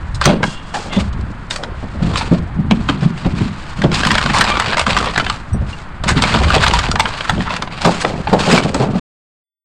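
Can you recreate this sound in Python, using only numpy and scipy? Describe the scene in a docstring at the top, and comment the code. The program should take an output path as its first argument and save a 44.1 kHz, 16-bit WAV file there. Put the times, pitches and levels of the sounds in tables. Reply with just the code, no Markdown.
"""Cans, bottles and bags crash, knock and crinkle close to a body-worn microphone as recycling is sorted at a kerb:
a load crashes into a truck, then bags of empties are pulled about in plastic bins. Container walls buckle and ring
as noise through resonances, bin walls boom as decaying sines, bags crinkle as runs of tiny snaps, and rubbing walls
squeak as gliding tones. Clothing and the low noise of the street are shaped noise; the loudest blows are clipped."""
import sys
import numpy as np
from scipy import signal
from scipy.fft import rfft, irfft
from scipy.io import wavfile
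from scipy.ndimage import map_coordinates

SR = 44100
rng = np.random.default_rng(int(sys.argv[2]) if len(sys.argv) > 2 else 0)


def generate_wav(sig):
    """Save sig (samples, or channels by samples) to the path in sys.argv[1] as 16-bit PCM at SR."""
    pcm = np.round(np.clip(np.atleast_2d(sig).T, -1, 1) * 32767).astype(np.int16)
    wavfile.write(sys.argv[1], SR, pcm)


N = 425124
END_S = 8.997  # the recorder stops here
HZ = np.fft.rfftfreq(2048, 1 / SR)  # frequency grid of the colouring filters

# relative spectrum of sharp edges and thin film: frequency_hz, density_db
EDGE_SPECTRUM = [(2000, -32.5), (4000, 2), (5000, 2), (6000, -3), (7000, -1.5), (8200, -3), (9600, -14),
                 (11000, -27.5), (15000, -46)]
# relative spectrum of a bin wall's vibration: frequency_hz, density_db
WALL_SPECTRUM = [(40, -24), (100, -6), (155, 2.5), (210, 2), (300, -8), (420, -16.5), (1000, -81.5),
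                 (6000, -100)]
# relative spectrum of cardboard and contents scraping: frequency_hz, density_db
SCRAPE_SPECTRUM = [(150, -24), (330, -3), (500, -0.5), (760, -3), (1000, -11.5), (2500, -37.5),
                   (12000, -90.5)]
# what the hand is moving: time_s, crispness (0 = smooth rubbing of card and sleeve, 1 = a bag full of cans)
CRISPNESS_POINTS = [(0.0, 0.28), (2.0, 0.28), (3.85, 0.39), (4.0, 0.53), (5.3, 0.69), (5.5, 0.25),
                    (6.0, 0.51), (6.2, 0.42), (6.9, 0.7), (7.12, 0.31), (7.5, 0.46), (7.8, 0.44),
                    (8.5, 0.42), (9.0, 0.61)]
# pulls on a bag: start_s, length_s, crinkle_db, film_db (thin film hiss)
BAG_PULLS = [(0.21, .04, -18, -35.5), (0.25, 0.028, -11.5, -30.5), (0.43, 0.1, -39, -36.5),
             (0.62, 0.19, -46, -46.5), (0.735, 0.13, -30, -35), (0.92, 0.073, -24.5, -35),
             (1.5, 0.027, -24, -27), (1.7, 0.53, -41, -53), (2.02, 0.32, -28, -40.5),
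             (2.13, 0.04, -20, -32.5), (2.7, 2.03, -34, -47), (2.88, 0.048, -24, -40),
             (3.005, 0.03, -22.5, -37), (3.375, 0.043, -24.5, -37), (3.57, 0.24, -37.5, -47),
             (3.92, 0.3, -19, -29.5), (4.22, 0.15, -19, -32), (4.33, 0.22, -16, -31),
             (4.6, 0.15, -18.5, -35.5), (4.772, 0.025, -17, -30), (4.865, 0.18, -17.5, -31),
             (5.03, 0.32, -27.5, -38.5), (5.66, 0.14, -34, -42.5), (6.035, .08, -20, -35),
             (6.155, 0.56, -16.5, -30), (6.72, .15, -22, -34.5), (7.0, 0.44, -26.5, -38.5),
             (7.1, 0.057, -24.5, -56), (7.49, 0.078, -21.5, -37.5), (7.7, 0.27, -29, -45.5),
             (7.805, 0.29, -23, -33), (8.11, 0.19, -31, -42), (8.28, 0.39, -25, -36.5),
             (8.385, 0.2, -16, -25.5), (8.76, 0.075, -22.5, -33), (8.9, 0.15, -31, -43)]
PULL_ATTACK_S, PULL_RELEASE_S = 0.0087, 0.26  # the film tightens fast, then settles by 60 dB


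def clacks():
    """Buckling and modal ringing: a wall creaks under load, cracks, rattles on a main mode and touches again."""
    # containers knocking and buckling: time_s, level_db, ring_hz, edge_db, rebound_db (relative to level_db)
    knocks = [(0.213, -5, 1570, -16.5, -9), (0.255, -0.5, 1120, -5, -3.5), (0.43, -5.5, 1580, -19, 2),
              (1.508, -11, 3637, -7, -9), (1.56, -12, 4510, -4, -16), (1.635, -12, 1470, -15.5, -10),
              (2.157, -9, 1080, -20, -15), (2.71, -4.5, 2590, -21, -7), (2.888, -5.5, 1210, -21.5, -2.5),
              (3.818, -10, 1560, -19, -14), (3.839, -11.5, 1400, -21.5, -15), (3.916, -12.5, 1410, -13, -4),
              (4.033, -7, 1560, -17.5, -9), (4.05, -4, 1493, -12, -16), (4.069, -6, 1165, -14, -10),
              (4.106, -2.5, 1590, -20, 1.5), (4.152, -1.5, 1704, -17, -14.5), (4.181, -2.5, 1493, -15, -18),
              (4.213, -9, 1043, -19.5, -11.5), (4.26, -8, 1044, -24, -11), (4.298, -7, 906, -27, -9.5),
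              (4.384, -8, 1370, -3, -8.5), (4.409, 1.5, 1564, -13.5, -4.5), (4.44, -7, 850, -11, -16),
              (4.57, -6, 1123, -22.5, -19), (4.598, -1, 2004, -16, -16), (4.73, -8.5, 1260, -31, -10),
              (4.77, -6, 1164, -17.5, -17), (4.781, -5.5, 1214, -17.5, -10), (4.794, -3.5, 604, -11, -15),
              (4.865, -4, 1320, -19, -16), (4.894, -9.5, 537, -28.5, -10), (4.966, -2.5, 1167, -20, -1.5),
              (4.986, -9, 1230, -10, -6.5), (5.159, -6, 1734, -27, -18), (5.177, -2.5, 1590, -15, -6.5),
              (5.198, -3.5, 1333, -29, -11), (5.265, -10.5, 1690, -28, -16), (5.298, -7.5, 1178, -18.5, -8),
              (6.179, -7.5, 1032, -26, -18), (6.221, -2.5, 970, -10, -4), (6.237, -3, 2360, -18.5, -9.5),
              (6.341, -6, 712, -31.5, -3), (6.503, -4.5, 1260, -23.5, -9.5), (6.636, -5.5, 1660, -16, -6),
              (6.664, -3, 986, -25, -13.5), (6.68, -5, 1515, -9, -20), (6.736, -3.5, 976, -8, -15.5),
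              (6.789, -5.5, 1128, -11.5, -18.5), (6.839, -10.5, 802, -31, -15),
              (6.864, -12, 1013, -29.5, -18.5), (6.914, -6.5, 1240, -5, -22),
              (6.956, -7.5, 1187, -22, -9.5), (6.996, -0.5, 872, -14.5, 2), (7.055, -4.5, 1483, -33.5, -18),
              (7.207, -9.5, 1620, -32.5, -14), (7.295, -3, 1320, -16, -3.5), (7.405, -13, 1840, -30, -18),
              (7.505, -11, 980, -26.5, -4.5), (7.564, -14.5, 1440, -12, -10), (7.622, -8.5, 1275, -16, -17),
              (7.674, -19.5, 969, -32.5, -6), (8.577, -3, 2267, -19, -17), (8.744, -9.5, 917, -7, -3)]
    t60_s = 0.037  # thin walls die quickly
    lead_in_s, lead_in_db = 0.014, -12.5  # the creak just before the snap
    rebound_s = 0.008  # delay of the second touch
    out, t = np.zeros(N), np.arange(SR // 10) / SR
    rise = 1 - np.exp(-t / 0.0013)
    snap = rise * fade(t, t60_s * 0.42)
    ringing = rise * fade(t, t60_s * 1.6)
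    loading = np.minimum(t / lead_in_s, 1) ** 2 * fade(np.maximum(t - lead_in_s, 0), t60_s)
    for s, db, hz, edge_db, rebound_db in knocks:
        body = container(hz, edge_db, ring_db=3, uneven_db=3.5)
        # the longer rattle has a weaker edge and a stronger main mode
        rattling_body = container(hz, edge_db - 6, ring_db=12, uneven_db=5)
        crack = amp(3) * burst(snap, body)
        rattle = amp(-7) * burst(ringing, rattling_body)
        dent = amp(-6) * rise * fade(t, t60_s) * np.sin(2 * np.pi * hz * t)
        add(out, s - lead_in_s, amp(db + lead_in_db) * burst(loading, body))
        add(out, s, amp(db) * (crack + rattle + dent))
        add(out, s + rebound_s, amp(db + rebound_db) * burst(snap, body))
    return out


def container(hz, edge_db, ring_db=9, quality=6, uneven_db=4.5, spacing_hz=200):
    """Modal response: a main wall resonance among many weaker ones that differ from blow to blow."""
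    # relative spectrum of a container's wall: frequency_hz, density_db
    body_spectrum = [(100, -34.5), (400, -5), (900, 6.5), (1600, 5.5), (2300, 1.5), (3500, 0), (4800, -11),
                     (6000, -23.5), (10000, -56), (13000, -65)]
    detuning = 2 * quality * (HZ - hz) / hz
    main_mode = amp(ring_db) / np.sqrt(1 + detuning ** 2)
    others = map_coordinates(rng.standard_normal(len(HZ)), [HZ / spacing_hz])
    body = gains(body_spectrum) * np.hypot(1, main_mode)
    edge = amp(edge_db + 5) * gains(EDGE_SPECTRUM)
    return response((body + edge) * amp(uneven_db * others))


def scrunches():
    """Progressive buckling: a wall that gives way gradually swells and dies with a rough, uneven level."""
    # short scrunches of plastic and card: time_s, peak_db, ring_hz, edge_db, swell_s (time to the envelope's peak)
    crushes = [(0.143, -20, 4480, 11.5, 0.008), (0.235, -7.5, 4270, -6, 0.0085),
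               (0.736, -9.5, 754, -10, 0.014), (0.916, -24, 3400, -29, .018), (1.125, -27.5, 5000, 0, .006),
               (1.208, -30, 5000, 2, 0.0037), (2.166, -8, 5200, 0, .012), (2.208, -10, 750, -41, 0.0054),
               (3.243, -17.5, 600, -35, 0.0092), (3.829, -10, 520, -16.5, 0.01),
               (3.935, -5, 4340, -1.5, 0.014), (4.329, -4, 1068, -3, 0.02), (5.056, -5.5, 535, -31, 0.018),
               (6.035, -10, 994, -8, 0.0043), (6.075, -3, 1650, -1.5, 0.015), (6.535, -3, 687, -24, 0.0096),
               (7.247, -13, 1480, -21, 0.0059), (7.453, -11, 1360, -33, 0.016),
               (7.843, -1.5, 660, -10, 0.012), (8.008, -10, 2004, 6, 0.0069),
               (8.048, 0.5, 900, -27, 0.0022), (8.27, -5.5, 753, -38.5, 0.0038),
               (8.327, -4, 790, -11, 0.007), (8.508, -3.5, 2390, -0.5, 0.013)]
    out, t = np.zeros(N), np.arange(SR // 5) / SR
    for s, db, hz, edge_db, swell in crushes:
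        roughness = amp(2.7 * wobble(500, len(t)))
        envelope = t ** 2 * np.exp(-2 * t / swell)
        body = container(hz, edge_db, ring_db=15.5, quality=3, uneven_db=2.5)
        add(out, s, amp(db) * burst(envelope * roughness, body))
    return out


def jostle(count=440):
    """Random small impacts in the bag, as strong as the bag is moved and its load is crisp."""
    out, t = np.zeros(N), np.arange(SR // 40) / SR
    crinkle_db, film_db = strokes(BAG_PULLS, PULL_ATTACK_S, PULL_RELEASE_S)
    crisp, = curves(CRISPNESS_POINTS)
    times = (np.arange(count) + rng.random(count)) * END_S / count
    for s, (size, pitch, life) in zip(times, rng.standard_normal((count, 3))):
        at = int(s * SR)
        db = crinkle_db[at] + 10.5 + 2 * min(size, 1.5)
        edge_db = film_db[at] - crinkle_db[at] - 8
        body = container(1800 * np.exp(0.6 * pitch), edge_db, ring_db=11)
        envelope = t * fade(t, 0.011 * np.exp(0.4 * life))
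        add(out, s, crisp[at] * amp(db) * burst(envelope, body))
    return out


def bumps():
    """Panel resonance: a soft heavy blow excites the bin's wall mode, with a shudder and a slower-rising knock."""
    # hollow blows on the bins: time_s, level_db, boom_hz, knock_db (relative to level_db)
    blows = [(0.26, -1, 148, -6.5), (0.284, -5, 201, -6.5), (0.33, -3, 166, -23.5),
             (0.426, -11.5, 212, -8.5), (0.965, -1, 201, -14), (1.825, -11, 100, -13.5),
             (2.019, -3, 162, -30.5), (2.057, -6, 71, -31), (2.312, 4.5, 157, -21), (2.586, -4, 197, -28),
             (2.71, 1.5, 215, -20), (2.787, -11, 230, -24), (2.89, -4.5, 287, -19), (3.018, -6, 149, -15.5),
             (3.049, -1.5, 151, -27), (3.253, -0.5, 160, -19), (3.406, -1, 200, -33), (3.836, 2, 180, -12),
             (5.17, -12, 128, -12.5), (5.538, -4.5, 71, -20), (5.609, -12, 139, -21),
             (6.162, 1, 154, -24.5), (6.341, -3, 120, -8.5), (6.406, -12.5, 73, -1.5),
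             (6.557, -11, 200, 5.5), (7.374, -5, 157, -15), (7.855, -4.5, 171, -4.5),
             (7.871, -4, 178, -0.5), (8.041, -17.5, 362, 7), (8.326, -1, 189, -2.5), (8.474, -6.5, 174, 0),
             (8.525, 1, 237, -7.5), (8.575, -4.5, 219, -10), (8.747, -10.5, 281, -3),
             (8.798, -2, 157.4, -6), (8.819, -3, 136, -7), (8.953, -5, 175, -15)]
    out, t = np.zeros(N), np.arange(SR // 3) / SR
    wall, scrape = response(gains(WALL_SPECTRUM)), response(gains(SCRAPE_SPECTRUM))
    rise = 1 - np.exp(-t / 0.004)
    for s, db, hz, knock_db in blows:
        boom = amp(-0.5) * rise * fade(t, 0.094) * np.sin(2 * np.pi * hz * t)
        shudder = amp(-5.5) * burst(rise * fade(t, 0.12), wall)
        knock = amp(knock_db + 3) * burst(t * fade(t, 0.06), scrape)  # the contents, just after
        add(out, s, amp(db) * (boom + shudder + knock))
    return out


def bags():
    """Crackling noise: smooth rubbing breaks into snapping creases with crispness; contents and film share them."""
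    # relative spectrum of crinkling contents: frequency_hz, density_db
    crinkle_spectrum = [(200, -13), (600, -1.5), (1100, 4.5), (1500, 1), (2000, -3), (2500, 0),
                        (3500, -4.5), (4700, -6.5), (5800, -30), (10000, -45), (13000, -62)]
    crinkle_db, film_db = strokes(BAG_PULLS, PULL_ATTACK_S, PULL_RELEASE_S)
    crisp = np.clip(curves(CRISPNESS_POINTS)[0], 0, 1)
    snaps = creases(rate=600, spread_db=4.5, life=0.011)
    unsteadiness = amp(3.13 * wobble(60))
    grip = np.sqrt(1 - crisp + crisp * snaps ** 2) * unsteadiness
    crinkle = amp(crinkle_db - 3.5) * noise(crinkle_spectrum, grip)
    film = amp(film_db - 2) * noise(EDGE_SPECTRUM, grip)
    return crinkle + film


def bins():
    """Stick-slip friction: sliding loads catch and slip, drumming on the bin walls."""
    # shoves of a load along a bin: start_s, length_s, boom_db (wall), scrape_db (cardboard)
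    shoves = [(0.235, .06, -14.5, -15.5), (0.33, 0.12, -23, -29.5), (0.72, 0.24, -32.5, -29),
              (1.1, 0.18, -27, -41), (1.5, 0.18, -41, -31.5), (1.93, 0.36, -25.5, -31.5),
              (2.55, .24, -20.5, -46.5), (2.9, 0.17, -21.5, -42), (3.2, 0.27, -20.5, -48),
              (3.76, 0.56, -19.5, -31.5), (4.35, 0.4, -27.5, -29.5), (4.83, 0.21, -21.5, -27),
              (5.16, 0.091, -27.5, -32), (5.53, 0.12, -33, -38), (6.02, 0.71, -20.5, -27),
              (6.8, 0.23, -26, -29), (7.29, 0.081, -21.5, -37), (7.48, 0.16, -30, -32),
              (7.82, 0.057, -19, -20), (8.02, 0.13, -23.5, -23), (8.26, 0.4, -19, -21),
              (8.77, 0.16, -20.5, -24.5)]
    # the load gets going, then comes to rest by 60 dB
    boom_db, scrape_db = strokes(shoves, attack_s=0.047, release_s=0.49)
    slips = creases(rate=160, spread_db=3.5, life=0.042)
    boom = amp(boom_db) * noise(WALL_SPECTRUM, slips)
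    scrape = amp(scrape_db - 2) * noise(SCRAPE_SPECTRUM, slips)
    return boom + scrape


def slide():
    """Friction-driven plate resonance: the tipped load scrapes over sheet metal, which sings near 3 kHz."""
    # the load sliding on in the truck after the crash: start_s, length_s, level_db
    slips = [(0.27, 0.032, -31.5), (0.44, .08, -32.5), (0.55, 0.34, -42.5), (0.88, 0.1, -37)]
    # relative spectrum of the sheet metal: frequency_hz, density_db
    chute_spectrum = [(300, -54), (1200, -28.5), (2600, -21), (2790, 3.5), (2970, -6.5), (3100, -9),
                      (3250, 1), (3700, -14), (4430, -17.5), (5200, -25.5), (13000, -70)]
    # each slip starts softly and dies by 60 dB
    db, = strokes(slips, attack_s=0.03, release_s=0.22, rest_db=-90)
    return amp(db + 3.4 * wobble(27)) * noise(chute_spectrum)


def squeak():
    """Stick-slip oscillation: rough, gliding tones and their octaves swell and fade with the stroke."""
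    # bottles and bin walls rubbing: start_s, length_s, first_hz, last_hz, level_db, octave_db (relative to the tone)
    rubs = [(0.905, .07, 2850, 2750, -33, -24), (0.92, .08, 3520, 3470, -30, -25),
            (0.905, .07, 2150, 1960, -28.5, -25), (2.32, .045, 452, 701, -16.5, -25),
            (2.46, .06, 650, 876, -36, -20), (4.46, 0.13, 1220, 1137, -18.5, -4)]
    jitter = 0.032  # unsteadiness of the slipping rate, as a share of the pitch
    out = np.zeros(N)
    for s, length, first_hz, last_hz, db, octave_db in rubs:
        progress = np.linspace(0, 1, int(length * SR))
        glide = first_hz + (last_hz - first_hz) * progress
        hz = glide * (1 + jitter * wobble(600, len(progress)))
        phase = 2 * np.pi * np.cumsum(hz) / SR
        roughness = amp(2.7 * wobble(120, len(progress)))
        swell = 2 * np.sqrt(progress * (1 - progress)) * roughness
        tone = np.sin(phase) + amp(octave_db) * np.sin(2 * phase)
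        add(out, s, swell * amp(db) * tone)
    return out


def clinks():
    """Free modal decay: two light touches on glass or metal that is free to ring."""
    # one free mode a row: time_s, pitch_hz, level_db, t60_s
    modes = [(5.531, 5809, -37, 0.1), (5.531, 8210, -32, 0.091), (5.531, 10510, -48, .13),
             (5.73, 2800, -21, 0.062)]
    out, t = np.zeros(N), np.arange(SR // 2) / SR
    rise = 1 - np.exp(-t / 0.00074)
    for s, hz, db, t60 in modes:
        add(out, s, amp(db) * rise * fade(t, t60) * np.sin(2 * np.pi * hz * t))
    return out


def background():
    """Broadband noise shaped by spectrum: clothing thuds on the microphone over the steady street."""
    # clothing tugging at the microphone: start_s, length_s, level_db
    tugs = [(0.0, 0.29, -24.5), (0.97, .26, -20), (1.65, 0.34, -31), (1.94, 0.99, -22), (3.25, 0.14, -21.5),
            (3.75, .8, -24.5), (4.78, .29, -24.5), (5.22, 0.057, -23), (5.51, 0.1, -16), (6.0, 0.99, -20),
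            (6.39, .03, -14), (7.28, 0.11, -19), (8.07, 0.87, -31)]
    # relative spectrum of the clothing: frequency_hz, density_db
    cloth_spectrum = [(12, -19), (28, 0), (60, 4), (95, 1.5), (150, -7.5), (400, -74.5), (3000, -100)]
    # relative spectrum of the street: frequency_hz, density_db
    street_spectrum = [(20, 9), (45, 3), (150, 1), (300, -9), (450, -17), (1050, -10), (1500, -12),
                       (2200, -20), (4700, -34.5), (5600, -53), (8200, -45.5), (10000, -52.5), (12000, -84)]
    # the cloth tightens, then slackens by 60 dB
    tug_db, = strokes(tugs, attack_s=0.02, release_s=0.523)
    clothing = amp(tug_db + 0.14) * noise(cloth_spectrum)
    street = amp(-28.5) * noise(street_spectrum)
    return clothing + street


def echo(x):
    """Diffuse reflection: a short answer from the truck and the ground, with its own decay at each frequency."""
    # decay of the echo: frequency_hz, t60_s
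    decay_times = [(150, 0.57), (1500, 0.29), (4000, 0.061), (10000, 0.3)]
    hz, t, z = signal.stft(rng.standard_normal(SR // 2), SR, nperseg=256)
    decay = np.exp(-np.log(1000) * t / along(decay_times, hz)[:, None])
    tail = signal.istft(z * decay, SR, nperseg=256)[1]
    delayed = np.pad(tail, (SR // 200, 0))  # 5 ms later
    return colour(x, delayed / np.linalg.norm(tail))


def strokes(rows, attack_s, release_s, rest_db=-56):
    """Power addition: movements rise, hold and die to a resting level; one dB curve for each level column."""
    t = np.arange(N) / SR
    power = np.full((len(rows[0]) - 2, N), amp(rest_db) ** 2)
    for start, length, *levels in rows:
        span = slice(max(int(start * SR), 0), int((start + length + release_s) * SR))
        age = t[span] - start
        shape = np.clip(age / attack_s, 0, 1) * fade(np.maximum(age - length, 0), release_s)
        power[:, span] += np.outer(amp(levels), shape) ** 2
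    return 10 * np.log10(power)


def creases(rate, spread_db, life):
    """Shot noise: envelope, of rms 1, of random tiny snaps of uneven size, each dying by 60 dB in life seconds."""
    sizes = amp(spread_db * np.minimum(rng.standard_exponential(N), np.pi))
    snaps = (rng.random(N) < rate / SR) * sizes
    decay = fade(np.arange(SR // 20) / SR, life / 2)  # of power, hence half the life
    power = np.abs(colour(snaps ** 2, decay))
    return unit(np.sqrt(power))


def noise(spectrum, envelope=1):
    """Source-filter principle: white noise under an envelope, coloured, of rms 1."""
    return unit(colour(rng.standard_normal(N) * envelope, response(gains(spectrum))))


def burst(envelope, h):
    """Source-filter principle: a coloured puff of noise with peak 1."""
    x = colour(rng.standard_normal(len(envelope)) * envelope, h)
    return x / np.abs(x).max()


def response(gain):
    """Minimum phase: the causal impulse response, scaled to energy 1, shaped by these gains on the HZ grid."""
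    cepstrum = irfft(np.log(gain + 1e-6))
    half = len(cepstrum) // 2
    # folding the cepstrum onto positive times makes the response causal
    cepstrum[1:half] *= 2
    cepstrum[half + 1:] = 0
    h = irfft(np.exp(rfft(cepstrum)))
    return h / np.linalg.norm(h)


def colour(x, h):
    """Linear filtering: x convolved with an impulse response."""
    convolve = signal.oaconvolve if len(x) > SR else signal.fftconvolve
    return convolve(x, h)[:len(x)]


def gains(spectrum):
    """Decibel conversion: a (Hz, dB) spectrum as gains on the HZ grid."""
    return amp(along(spectrum, HZ))


def along(points, hz):
    """Logarithmic frequency scale: (Hz, value) points interpolated on a log axis."""
    f, v = np.transpose(points)
    return np.interp(np.log(hz + 1), np.log(f + 1), v)


def curves(rows):
    """Linear interpolation: one value per sample for each column after the time."""
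    s, *cols = np.transpose(rows)
    return [np.interp(np.arange(N) / SR, s, c) for c in cols]


def wobble(rate, size=N):
    """Band-limited fluctuation: a smooth random curve, rate knots a second."""
    knots = rng.standard_normal(int(size * rate / SR) + 4)
    return map_coordinates(knots, [np.arange(size) * rate / SR])


def fade(t, t60):
    """Exponential free decay: 60 dB in t60 seconds."""
    return np.exp(-np.log(1000) * t / max(t60, 1e-3))


def amp(db):
    """Decibel definition: level to amplitude ratio."""
    return 10 ** (np.asarray(db) / 20)


def unit(x):
    """Root-mean-square normalisation: x at rms 1."""
    return x / np.sqrt(np.mean(x ** 2) + 1e-20)


def add(track, s, sound):
    """Superposition: mix a sound in at time s."""
    start = max(round(s * SR), 0)
    track[start:start + len(sound)] += sound[:N - start]


def scene():
    """Superposition: the hits with their echo, over the bags, bins, slide, clinks and background."""
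    hits = clacks() + scrunches() + jostle() + bumps() + squeak()
    handling = bags() + bins() + slide() + clinks()
    return (hits + amp(-12) * echo(hits) + handling + background())[None]


def record(dry):
    """Clipping and band limiting: the recorder overloads at full scale, stops abruptly and drops the top treble."""
    top_hz = 15850
    running = np.clip((END_S - np.arange(N) / SR) / 0.003, 0, 1)  # stops within 3 ms
    passed = np.fft.rfftfreq(N, 1 / SR) < top_hz
    return irfft(rfft(np.clip(dry, -1, 1) * running) * passed, N)


dry = scene()
out = record(dry)
generate_wav(out)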